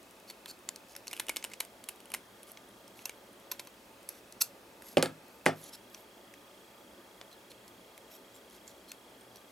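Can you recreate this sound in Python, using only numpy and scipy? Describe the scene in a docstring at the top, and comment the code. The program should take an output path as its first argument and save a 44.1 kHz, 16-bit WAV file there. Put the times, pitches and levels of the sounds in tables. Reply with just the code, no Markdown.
"""Two pairs of pliers grip and bend the end of a coiled steel spring on a workbench. By stick-slip
friction the wire creeps, slips and catches in the jaws; the short clicks and scrapes excite the modes
of jaws and coil, until the jaws skid off. One pair is put down, and its impacts ring the bench top.
Behind it are the steady air of a small room and the faint fluttering whine of a small motor,
probably a camera's."""
import sys
import numpy as np
from scipy import signal
from scipy.fft import rfft, irfft, next_fast_len
from scipy.io import wavfile
from scipy.ndimage import uniform_filter1d

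SR = 44100
rng = np.random.default_rng(int(sys.argv[2]) if len(sys.argv) > 2 else 0)


def digitize_waveform(pressure):
    """Quantize a signal to 16-bit integers and store it at the path in sys.argv[1].

    Rows of a 2-D input are taken as channels; values are limited to [-1, 1].
    """
    field = np.atleast_2d(pressure).T
    bounded = np.clip(field, -1, 1)
    quanta = np.round(bounded * 32767).astype(np.int16)
    wavfile.write(sys.argv[1], SR, quanta)


N = 419391
TAPS = 2048  # length of the colouring filters
HZ = np.fft.rfftfreq(TAPS, 1 / SR)

# Spectrum of the room air. Each row: frequency in Hz, relative level in dB.
AIR_SPECTRUM = [(15, -54), (30, -29), (50, -20.5), (100, -21), (150, -20.5), (185, -5.5), (285, -3.5),
                (400, -3.5), (560, -5), (900, -9), (1500, -12), (3000, -15.5), (6000, -21), (14800, -24.5),
                (16000, -30)]
# Coherence of the air between channels. 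Each row: frequency in Hz, correlation from 0 to 1.
AIR_COHERENCE = [(60, 0.99), (130, 0.99), (290, 0.97), (640, 0.83), (1410, 0.49), (3100, 0.28), (6820, 0.9),
                 (15000, 1.0)]
# Narrow drones. Each row: frequency in Hz, width in Hz, height above the air in dB.
AIR_DRONES = [(60.8, 20, 13), (118, 25, 16), (196, 16, 2), (359, 13, 5), (556.4, 13, 9.5), (650.4, 12, 7.5),
              (884, 23, 7.5), (1213, 29, 6.5)]
# Phase lead of the left channel, for air and bench work. Each row: frequency in Hz, lead in radians.
AIR_PHASE = [(300, 0), (1500, 0.47), (3200, .5), (5000, 0.15), (8000, 0)]
BENCH_PHASE = [(60, .1), (250, 0.23), (500, 0.71), (900, 0.58), (1800, 0.44), (4500, 0.52), (9000, 0.2)]
# Held states of the motor. Each row: start in seconds, pitch in Hz, level in dB.
WHINE_STEPS = [(0, 2570, -73), (1.55, 3280, -72), (3.75, 2570, -75), (5.62, 3290, -70)]
# Steel sliding on steel. 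Each row: start in seconds, length in seconds, level in dB, squeak pitch
# in Hz, squeak height above the rasp in dB.
SLIDES = [(.277, .04, -52.5, 4420, 19), (.473, 0.047, -48.5, 4390, 19), (.885, 0.057, -61, 5300, 6),
          (1.101, .11, -59.5, 2400, 16), (2.47, 0.051, -59.5, 10830, 11), (2.958, .08, -61.5, 11890, 8),
          (4.104, .1, -63, 6000, 11), (4.821, 0.14, -56, 11460, 9), (5.281, .11, -72, 12400, 17),
          (5.561, .071, -60, 12300, 11), (5.615, .091, -55, 11000, 8), (5.723, .04, -50.5, 5300, 15),
          (5.899, .15, -65, 12400, 13), (7.315, 0.024, -58.5, 4110, 19), (7.501, .022, -58, 4170, 19),
          (8.103, 0.076, -57.5, 12500, 11), (8.343, .038, -60.5, 7460, 14), (8.509, .075, -63.5, 6170, 12),
          (8.67, 0.058, -61.5, 7200, 11), (8.88, .03, -55.5, 4230, 14)]
# Slips of the wire. Each row: start in seconds, level in dB as if spread over 1 ms, chatter decay in
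# seconds, body gain in dB, treble gain in dB, favoured resonance in Hz, coil share from 0 to 1,
# delay in seconds until the next tooth catches (0 if none does).
SLIPS = [(.3006, -37, 0.0021, 3, -1, 4430, 0.23, .008), (.4588, -37, .0003, 7, -3, 3320, .6, 0.00005),
         (.6897, -27, .0002, -2, -3.5, 7000, 0.23, 0.000089), (.7605, -36.5, .0003, -2, -5, 4310, 0, 0),
         (.9521, -41, .0005, 7, -3, 5770, 0.04, 0), (.964, -33.5, .0006, 2.5, 1, 5080, 0.54, 0),
         (1.0705, -36, .002, -1, -2, 2500, .3, 0), (1.08, -31, 0.00047, -6, -7, 4330, .1, 0),
         (1.112, -36.5, 0.0022, 0, -2, 2330, .4, 0), (1.131, -29.5, 0.00048, 3, 2, 2800, 0.13, .0045),
         (1.166, -37.5, .0012, 4, 3, 2730, 0, .01), (1.1977, -23.5, 0.00064, 4.5, 5, 3530, 0.18, .0036),
         (1.2675, -42, .0009, -1, 2, 2150, 0, 0), (1.2844, -29.5, 0.0014, 6, 1, 3500, 0.08, 0.0082),
         (1.2944, -22.5, .0006, 2, 2.5, 2250, 0.1, .0035), (1.3615, -27, .001, 4, 5, 2130, .1, 0),
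         (1.3678, -25.5, 0.00066, 0, -4, 3420, .03, 0.0016), (1.4265, -39, .0005, 2, -8, 2410, .2, 0),
         (1.4413, -26.5, .0016, 4.5, 0.5, 9200, 0.12, .0068), (1.5154, -40.5, 0.0043, 3, -2, 2130, .2, 0),
         (1.5354, -35.5, .0006, -3, -5, 2500, .05, .0037),
         (1.6038, -22.5, 0.0022, 2.5, 2, 3960, .05, .0028), (1.65, -42, .0005, -4, 3, 8610, .1, 0),
         (1.8403, -40, .0005, -3, 1, 2500, 0.14, 0), (1.8882, -28.5, 0.00054, 0.5, 4.5, 2550, 0.11, 0.0034),
         (2.0041, -45.5, .0004, 7, 6, 8785, 0.14, 0), (2.0568, -45.5, .0004, 3, 7, 2670, 0, 0),
         (2.103, -43, .001, 10, 8, 9300, 0, 0), (2.1186, -36, .0004, 4, 3, 2500, .05, 0),
         (2.1395, -23, .003, 2.5, 3.5, 1900, 0.13, .008), (2.431, -42.5, .0004, 3, 8, 10200, 0.4, 0.00016),
         (2.5175, -41.5, 0.00051, -11, 10, 11900, 0, 0.00015),
         (2.573, -42.5, .0007, 2, -14, 2330, 0.3, 0.00015), (2.8795, -47, .0003, -8, 2, 5340, 0, 0),
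         (2.9915, -43.5, .0003, 15, -9, 3360, .3, 0), (3.0556, -27, .0016, 1, -1, 12640, .5, 0.00011),
         (3.0945, -33, 0.0013, 2.5, -5, 2270, .05, 0.00025),
         (3.5153, -25, 0.00089, 0.5, -2, 12240, 0.6, 0.004), (3.595, -30, .0037, 4, -3.5, 11640, .45, 0),
         (3.6715, -41, .0015, 4, -4, 4310, 0.93, 0), (4.0897, -29.5, .0012, -3, 3, 11400, 0.26, 0.00016),
         (4.324, -41, .0005, -8, -5, 9470, .5, 0), (4.4197, -14.5, .0018, -18, -0.5, 11990, .3, 0),
         (4.8217, -42, .0007, 10, 6, 1790, .6, 0), (5.64, -41, 0.00038, -4, 12, 11100, 0, 0),
         (5.9456, -37, .0022, 3, -9, 5405, .5, 0), (6.3393, -43.5, .0008, 2, -5, 2140, .3, 0),
         (7.2135, -37, .0003, 8, -16, 3530, .2, 0), (7.5168, -44.5, .0011, 5, -4, 4130, .3, 0),
         (7.6794, -46, .0014, -7, -3, 11110, .3, 0), (7.978, -43, 0.00073, 9, 4, 7500, 0.13, 0.00031),
         (8.6775, -42.5, 0.0018, -20, -6, 7240, .3, 0.0002),
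         (8.917, -36, .0013, 2.5, -1.5, 6370, .45, 0.00063), (9.3586, -44.5, .0013, -3, 1, 5510, .4, .011)]
# Density of faint ticks as the wire twists. Each row: time in seconds, mean ticks per second.
TICK_DENSITY = [(0, 2), (1, 8), (1.7, 5), (2.2, 2), (2.8, 5), (3.6, 4), (4.5, .5), (9.5, .4)]
# Pliers landing on the bench, levels as if spread over 1 ms. Each row: start in seconds, thump level
# in dB, thump centre in Hz, clack level in dB, clack centre in Hz, steel tick level in dB.
LANDINGS = [(4.9706, -9.6, 480, -15, 2660, -30), (4.981, -17.5, 530, -31, 2200, -33.5),
            (5.0257, -39, 450, -19.5, 4630, -18.5), (5.0280, -15.5, 470, -21, 1400, -42),
            (5.0585, -32.5, 300, -30, 4130, -38), (5.458, -36, 700, -37, 1930, -30),
            (5.4625, -11, 766, -11, 1880, -24), (5.4823, -19.5, 664, -37, 1190, -43)]
# Modes of the clamped jaws, the held coil and the bench top. 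Each row: frequency in Hz, width in Hz,
# relative peak level in dB.
JAW_RESONANCES = [(1130, 590, 2), (2190, 330, 5.5), (2930, 190, 7), (3850, 860, -3.5), (5850, 950, 0),
                  (6400, 270, 4), (8700, 600, 9.5), (10500, 500, 7)]
COIL_MODES = [(1050, 70, -7), (1380, 150, -12), (2720, 160, -5), (3450, 200, -11), (4335, 90, -2),
              (4480, 200, -7), (5900, 260, -3), (6250, 260, -3), (8000, 200, -7), (8950, 350, -5),
              (9900, 260, -4), (10250, 220, -5), (11500, 220, -6), (12220, 260, 0), (12610, 130, -1)]
BENCH_MODES = [(109, 10, -6), (159, 12, -4), (228, 28, -3), (266, 17, 0), (375, 25, 0), (462, 30, -5),
               (533, 22, 0), (642, 35, -5), (748, 40, -10), (810, 35, -7), (1090, 35, -13), (1280, 32, -11)]
# Spectra of the contacts. Each row: frequency in Hz, relative level in dB.
JAW_SPECTRUM = [(60, -25), (160, -10.5), (300, 7), (700, 2.5), (1500, -0.5), (2300, 1.5), (3200, 6.5),
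                (4800, 5), (6500, 3.5), (7800, 2.5), (9500, 1.5), (12400, 2), (13800, -1.5), (16000, -14)]
THUD_SPECTRUM = [(40, -43), (70, -9), (105, -6), (160, -6), (260, -5), (420, 2.5), (540, 4.5), (850, -2),
                 (1300, -6.5), (2500, -16.5), (6000, -41), (16000, -66)]
SCRAPE_SPECTRUM = [(500, -2.5), (3000, -3.5), (5000, -1.5), (12000, -1)]
SKID_SPECTRUM = [(3000, -2.5), (4500, 0), (6300, 1), (9500, -2), (12400, 0)]
HANDLE_SPECTRUM = [(60, -25), (300, -6.5), (900, 8.5), (2500, 1), (5000, -1.5), (14000, -36)]
HEAD_SPECTRUM = [(200, -7), (1000, -2), (4500, -2), (9500, 3.5), (12000, -3), (14000, -13)]
COIL_RADIATION = [(700, -18), (1000, 0)]  # the light coil radiates little bass
# Reverberation of the room. Each row: frequency in Hz, time to fall by 60 dB in seconds.
ROOM_T60 = [(150, 0.32), (500, 0.17), (1500, 0.22), (4000, 0.15), (10000, .14), (15000, 0.15)]


def amp(db):
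    """Amplitude grows tenfold for every 20 dB."""
    return 10 ** (np.asarray(db) / 20)


def unit(x):
    """Energy is the sum of squares; here it is scaled to one."""
    return x / np.sqrt(np.sum(x ** 2) + 1e-20)


def blow(x, db):
    """Equal energy: x is given that of one millisecond at this level."""
    return amp(db) * np.sqrt(SR / 1000) * unit(x)


def curve(points, hz=HZ):
    """Pitch is logarithmic, so a table is interpolated on a log-frequency axis."""
    frequencies, values = np.transpose(points)
    return np.interp(np.log(hz + 1), np.log(frequencies + 1), values)


def resonance(hz, centre, width):
    """A resonance follows a Lorentzian curve, here of height one."""
    return 1 / (1 + (2 * (hz - centre) / width) ** 2)


def add(mix, start_s, sound):
    """Superposition: a sound adds to the mix from its start time."""
    part = mix[max(round(start_s * SR), 0):][:len(sound)]
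    part += sound[:len(part)]


def minimum_phase(db):
    """Minimum phase gives the most compact causal response with this spectral shape."""
    cepstrum = irfft(np.log(amp(db - np.mean(db))))
    return unit(irfft(np.exp(rfft(2 * cepstrum[:TAPS // 2], TAPS))))


def ring(modes, length_s):
    """Damped modes decay at rates set by their widths; neighbours swing in opposite directions."""
    t = np.arange(int(length_s * SR)) / SR
    return unit(sum((-1) ** k * amp(db) * width * np.exp(-np.pi * width * t) * np.sin(2 * np.pi * hz * t)
                    for k, (hz, width, db) in enumerate(modes)))


def room_air(level_db=-56, patchy_db=1):
    """Steady noise with narrow drones forms a field partly coherent between the two channels."""
    frames, hz = N // 1024 + 5, np.fft.rfftfreq(4096, 1 / SR)
    real, imag, other_real, other_imag, patches = rng.standard_normal((5, frames, len(hz)))
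    patches = uniform_filter1d(uniform_filter1d(patches, size=3, axis=0), size=30, axis=1)
    coherence = curve(AIR_COHERENCE, hz)
    left = real + 1j * imag
    right = coherence * left + np.sqrt(1 - coherence ** 2) * (other_real + 1j * other_imag)
    drones_db = sum(db * resonance(hz, centre, width) for centre, width, db in AIR_DRONES)
    colour_db = curve(AIR_SPECTRUM, hz) + drones_db + patchy_db * patches / patches.std()
    spectra = np.array([left, right]) * amp(colour_db)
    noise = signal.istft(spectra.swapaxes(1, 2), nperseg=4096, noverlap=3072)[1][:, :N]
    return amp(level_db) * noise / noise.std()


def motor_whine(pips_per_s=29.97, offset_s=.0067, pip_s=.0037, wander=.0055):
    """Amplitude modulation: a small motor's regular pips flutter, switching between two pitches."""
    t, out = np.arange(-TAPS // 4, TAPS // 4) / SR, np.zeros(N)
    switches = [row[0] for row in WHINE_STEPS[1:]]
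    for centre_s in np.arange(offset_s + 1 / pips_per_s, N / SR, 1 / pips_per_s):
        _, hz, db = WHINE_STEPS[np.searchsorted(switches, centre_s)]
        hz *= 1 + wander * rng.standard_normal()
        pip = np.exp(-(t / pip_s) ** 2) * np.sin(2 * np.pi * (hz * t + rng.random()))
        add(out, centre_s + t[0], amp(db) * np.sqrt(SR / pips_per_s) * unit(pip))
    return out


def steel(force, colour_db, favoured_hz, coil_share, coil, favour_db, width_hz, uneven_db):
    """Forced vibration: a contact drives jaws and coil, and each grip point favours other modes."""
    uneven = uniform_filter1d(uniform_filter1d(rng.standard_normal(len(HZ)), size=17), size=13)
    grip_db = colour_db + favour_db * resonance(HZ, favoured_hz, width_hz)
    grip_db += uneven_db * uneven / uneven.std()
    grip_db += coil_share * curve(COIL_RADIATION)
    body = np.sqrt(coil_share) * coil
    add(body, 0, np.sqrt(1 - coil_share) * minimum_phase(curve(JAW_SPECTRUM)))
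    return signal.fftconvolve(signal.fftconvolve(force, minimum_phase(grip_db)), body)


def contact_force(chatter_s, grit, rise_s=.0001, flattening=.64):
    """A brief force has a broad spectrum: one impulse with a dying chatter of micro-slips."""
    t = np.arange(TAPS // 2) / SR
    envelope = np.exp(-t / chatter_s) * (1 - np.exp(-t / rise_s))
    force = grit * unit(rng.standard_normal(len(t)) * envelope)
    force[round(SR * .0003)] += 1
    power_db = 10 * np.log10(uniform_filter1d(abs(rfft(force, TAPS)) ** 2, size=15) + 1e-9)
    return signal.fftconvolve(force, minimum_phase(-flattening * power_db))[:TAPS]


def scrapes(coil, grain_db=3.5, sharpness=15, coil_share=.12, touch_db=-53.5):
    """Sliding friction: a tick as the steel touches, then dense micro-slips that excite a squeak."""
    out, colour_db = np.zeros(N), curve(SCRAPE_SPECTRUM)
    for start, length, db, hz, squeak_db in SLIDES:
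        count = int(length * SR)
        noise, grains = rng.standard_normal((2, SR // 2))[:, :count]
        roughness = amp(grain_db * np.repeat(grains, 64)[:count])
        friction = noise * roughness * signal.windows.tukey(count, .4)
        grip = (colour_db, hz, coil_share, coil, squeak_db, hz / sharpness)
        rasp = steel(friction, *grip, uneven_db=2.5)
        touch = steel(contact_force(.0014, grit=2.7), *grip, uneven_db=2.8)
        add(out, start, amp(db) * np.sqrt(count) * unit(rasp))
        add(out, start, blow(touch, touch_db))
    return out


def clicks(slips, coil, focus, creep_lead_s=.0027, creep_db=-20.5, catch_db=-3.5):
    """Stick-slip: the wire creeps, lets go and may catch again; focus makes resonances stand out."""
    out = np.zeros(N)
    peaks_db = focus * sum(db * resonance(HZ, hz, width) for hz, width, db in JAW_RESONANCES)
    for start, db, chatter_s, body_db, treble_db, hz, coil_share, catch_s in slips:
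        stages = [(start - creep_lead_s, db + creep_db, .0015, treble_db),
                  (start, db, chatter_s, treble_db)]
        if catch_s > 0:  # the next tooth gives a weaker, duller blow
            stages.append((start + catch_s, db + catch_db, .0007, treble_db - 2))
        for at, level_db, decay_s, top_db in stages:
            tilt_db = curve([(3000, body_db), (4500, 0), (7500, 0), (9500, top_db)])
            colour_db = tilt_db + (1 - coil_share) * peaks_db
            click = steel(contact_force(decay_s, grit=2.8), colour_db, hz, coil_share * focus, coil,
                          favour_db=9.1 * focus, width_hz=640, uneven_db=3.13 * focus)
            add(out, at, blow(click, level_db))
    return out


def ticks(level_db=-51.5, spread_db=2, chatter_s=.0005, treble_db=3, low_hz=8500, high_hz=12000):
    """A random point process: faint bright slips of the twisted wire, as rows like those of SLIPS."""
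    step_s = .01
    times = np.arange(0, N / SR, step_s)
    chance, size, pitch = rng.random((3, len(times)))
    due = chance < np.interp(times, *np.transpose(TICK_DENSITY)) * step_s
    levels = level_db + spread_db * (2 * size - 1)
    pitches = low_hz + pitch * (high_hz - low_hz)
    return [(start, db, chatter_s, 0, treble_db, hz, 0, 0)
            for start, db, hz in zip(times[due], levels[due], pitches[due])]


def skid(coil, end_s=4.418, swell_s=.0072, level_db=-14):
    """Friction swells as the jaws run off the wire, then leaves the coil in free vibration."""
    out, t = np.zeros(N), np.arange(-TAPS // 2, 0) / SR
    friction = rng.standard_normal(len(t)) * np.exp(-(t / swell_s) ** 2)
    ringing = steel(friction, curve(SKID_SPECTRUM), favoured_hz=4344, coil_share=.89, coil=coil,
                    favour_db=8.5, width_hz=380, uneven_db=2)
    add(out, end_s + t[0], blow(ringing, level_db))
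    return out


def knocks(focus, ring_db=-2):
    """Impact excites each body: the bench thuds and rings, the handles clack, the steel head ticks."""
    out, head = np.zeros(N), minimum_phase(curve(HEAD_SPECTRUM))
    for start, thump_db, thump_hz, clack_db, clack_hz, tick_db in LANDINGS:
        thud = minimum_phase(curve(THUD_SPECTRUM) + 8 * resonance(HZ, thump_hz, thump_hz))
        clack_peak_db = focus * 17 * resonance(HZ, clack_hz, .62 * clack_hz)
        clack = minimum_phase(curve(HANDLE_SPECTRUM) + clack_peak_db)
        # a blow drives most strongly the modes near its own centre
        bench = ring([(hz, width, db + 7 * resonance(hz, thump_hz, thump_hz))
                      for hz, width, db in BENCH_MODES], length_s=.24)
        parts = [(thud, .0012, .4, thump_db), (bench, .0016, .88, thump_db + ring_db),
                 (clack, .0024, 1, clack_db), (head, .0018, 9.2, tick_db)]
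        for body, chatter_s, grit, db in parts:
            add(out, start, blow(signal.fftconvolve(contact_force(chatter_s, grit), body), db))
    return out


def reverberation(x, wet_db, apart, onset_s=.001):
    """Dense reflections decay exponentially in each band and are partly shared by the two channels."""
    t = np.arange(SR // 2) / SR
    shared, left, right = rng.standard_normal((3, len(t)))
    hz, age, spectra = signal.stft(shared + apart * np.array([left, right]), SR, nperseg=256)
    decay = amp(-60 * age / curve(ROOM_T60, hz)[:, None])
    tails = signal.istft(spectra * decay, SR, nperseg=256)[1][:, :len(t)]
    tails *= np.clip(t / onset_s - .5, 0, 1)
    return amp(wet_db) * np.array([signal.fftconvolve(x, unit(tail))[:N] for tail in tails])


def pan(x, balance_db):
    """A level difference, left over right, places a near source."""
    return x * amp([[balance_db / 2], [-balance_db / 2]])


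def phase_lead(pair, table):
    """The stereo microphone gives the left channel a slight, frequency-dependent phase lead."""
    size = next_fast_len(N, True)
    turn = np.exp(1j * curve(table, np.fft.rfftfreq(size, 1 / SR)) / 2)
    return irfft(rfft(pair, size) * np.array([turn, 1 / turn]), size)[:, :N]


def scene():
    """Directivity: each mode beams its own way, so direct sound is peakier than the reverberation."""
    coil = ring(COIL_MODES, length_s=.1)
    slips = SLIPS + ticks()
    sliding = scrapes(coil) + skid(coil)
    pliers = pan(clicks(slips, coil, focus=.99) + sliding, balance_db=-.9)
    pliers += reverberation(clicks(slips, coil, focus=.69) + sliding, wet_db=-12, apart=.64)
    bench = pan(knocks(focus=1), balance_db=-1.8)
    bench += reverberation(knocks(focus=.18), wet_db=-7.5, apart=.34)
    # a high-pass filter removes rumble below 95 Hz from the knocks
    bench = signal.sosfilt(signal.butter(3, 95, "highpass", fs=SR, output="sos"), bench)
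    return phase_lead(pliers + bench, BENCH_PHASE) + phase_lead(room_air(), AIR_PHASE) + motor_whine()


def record(dry):
    """Band limiting: a low-pass filter removes the treble above 16 kHz."""
    lowpass = signal.firwin(301, 16000, window=("kaiser", 9), fs=SR)
    return signal.oaconvolve(dry, lowpass[None], "same")


dry = scene()
out = record(dry)
digitize_waveform(out)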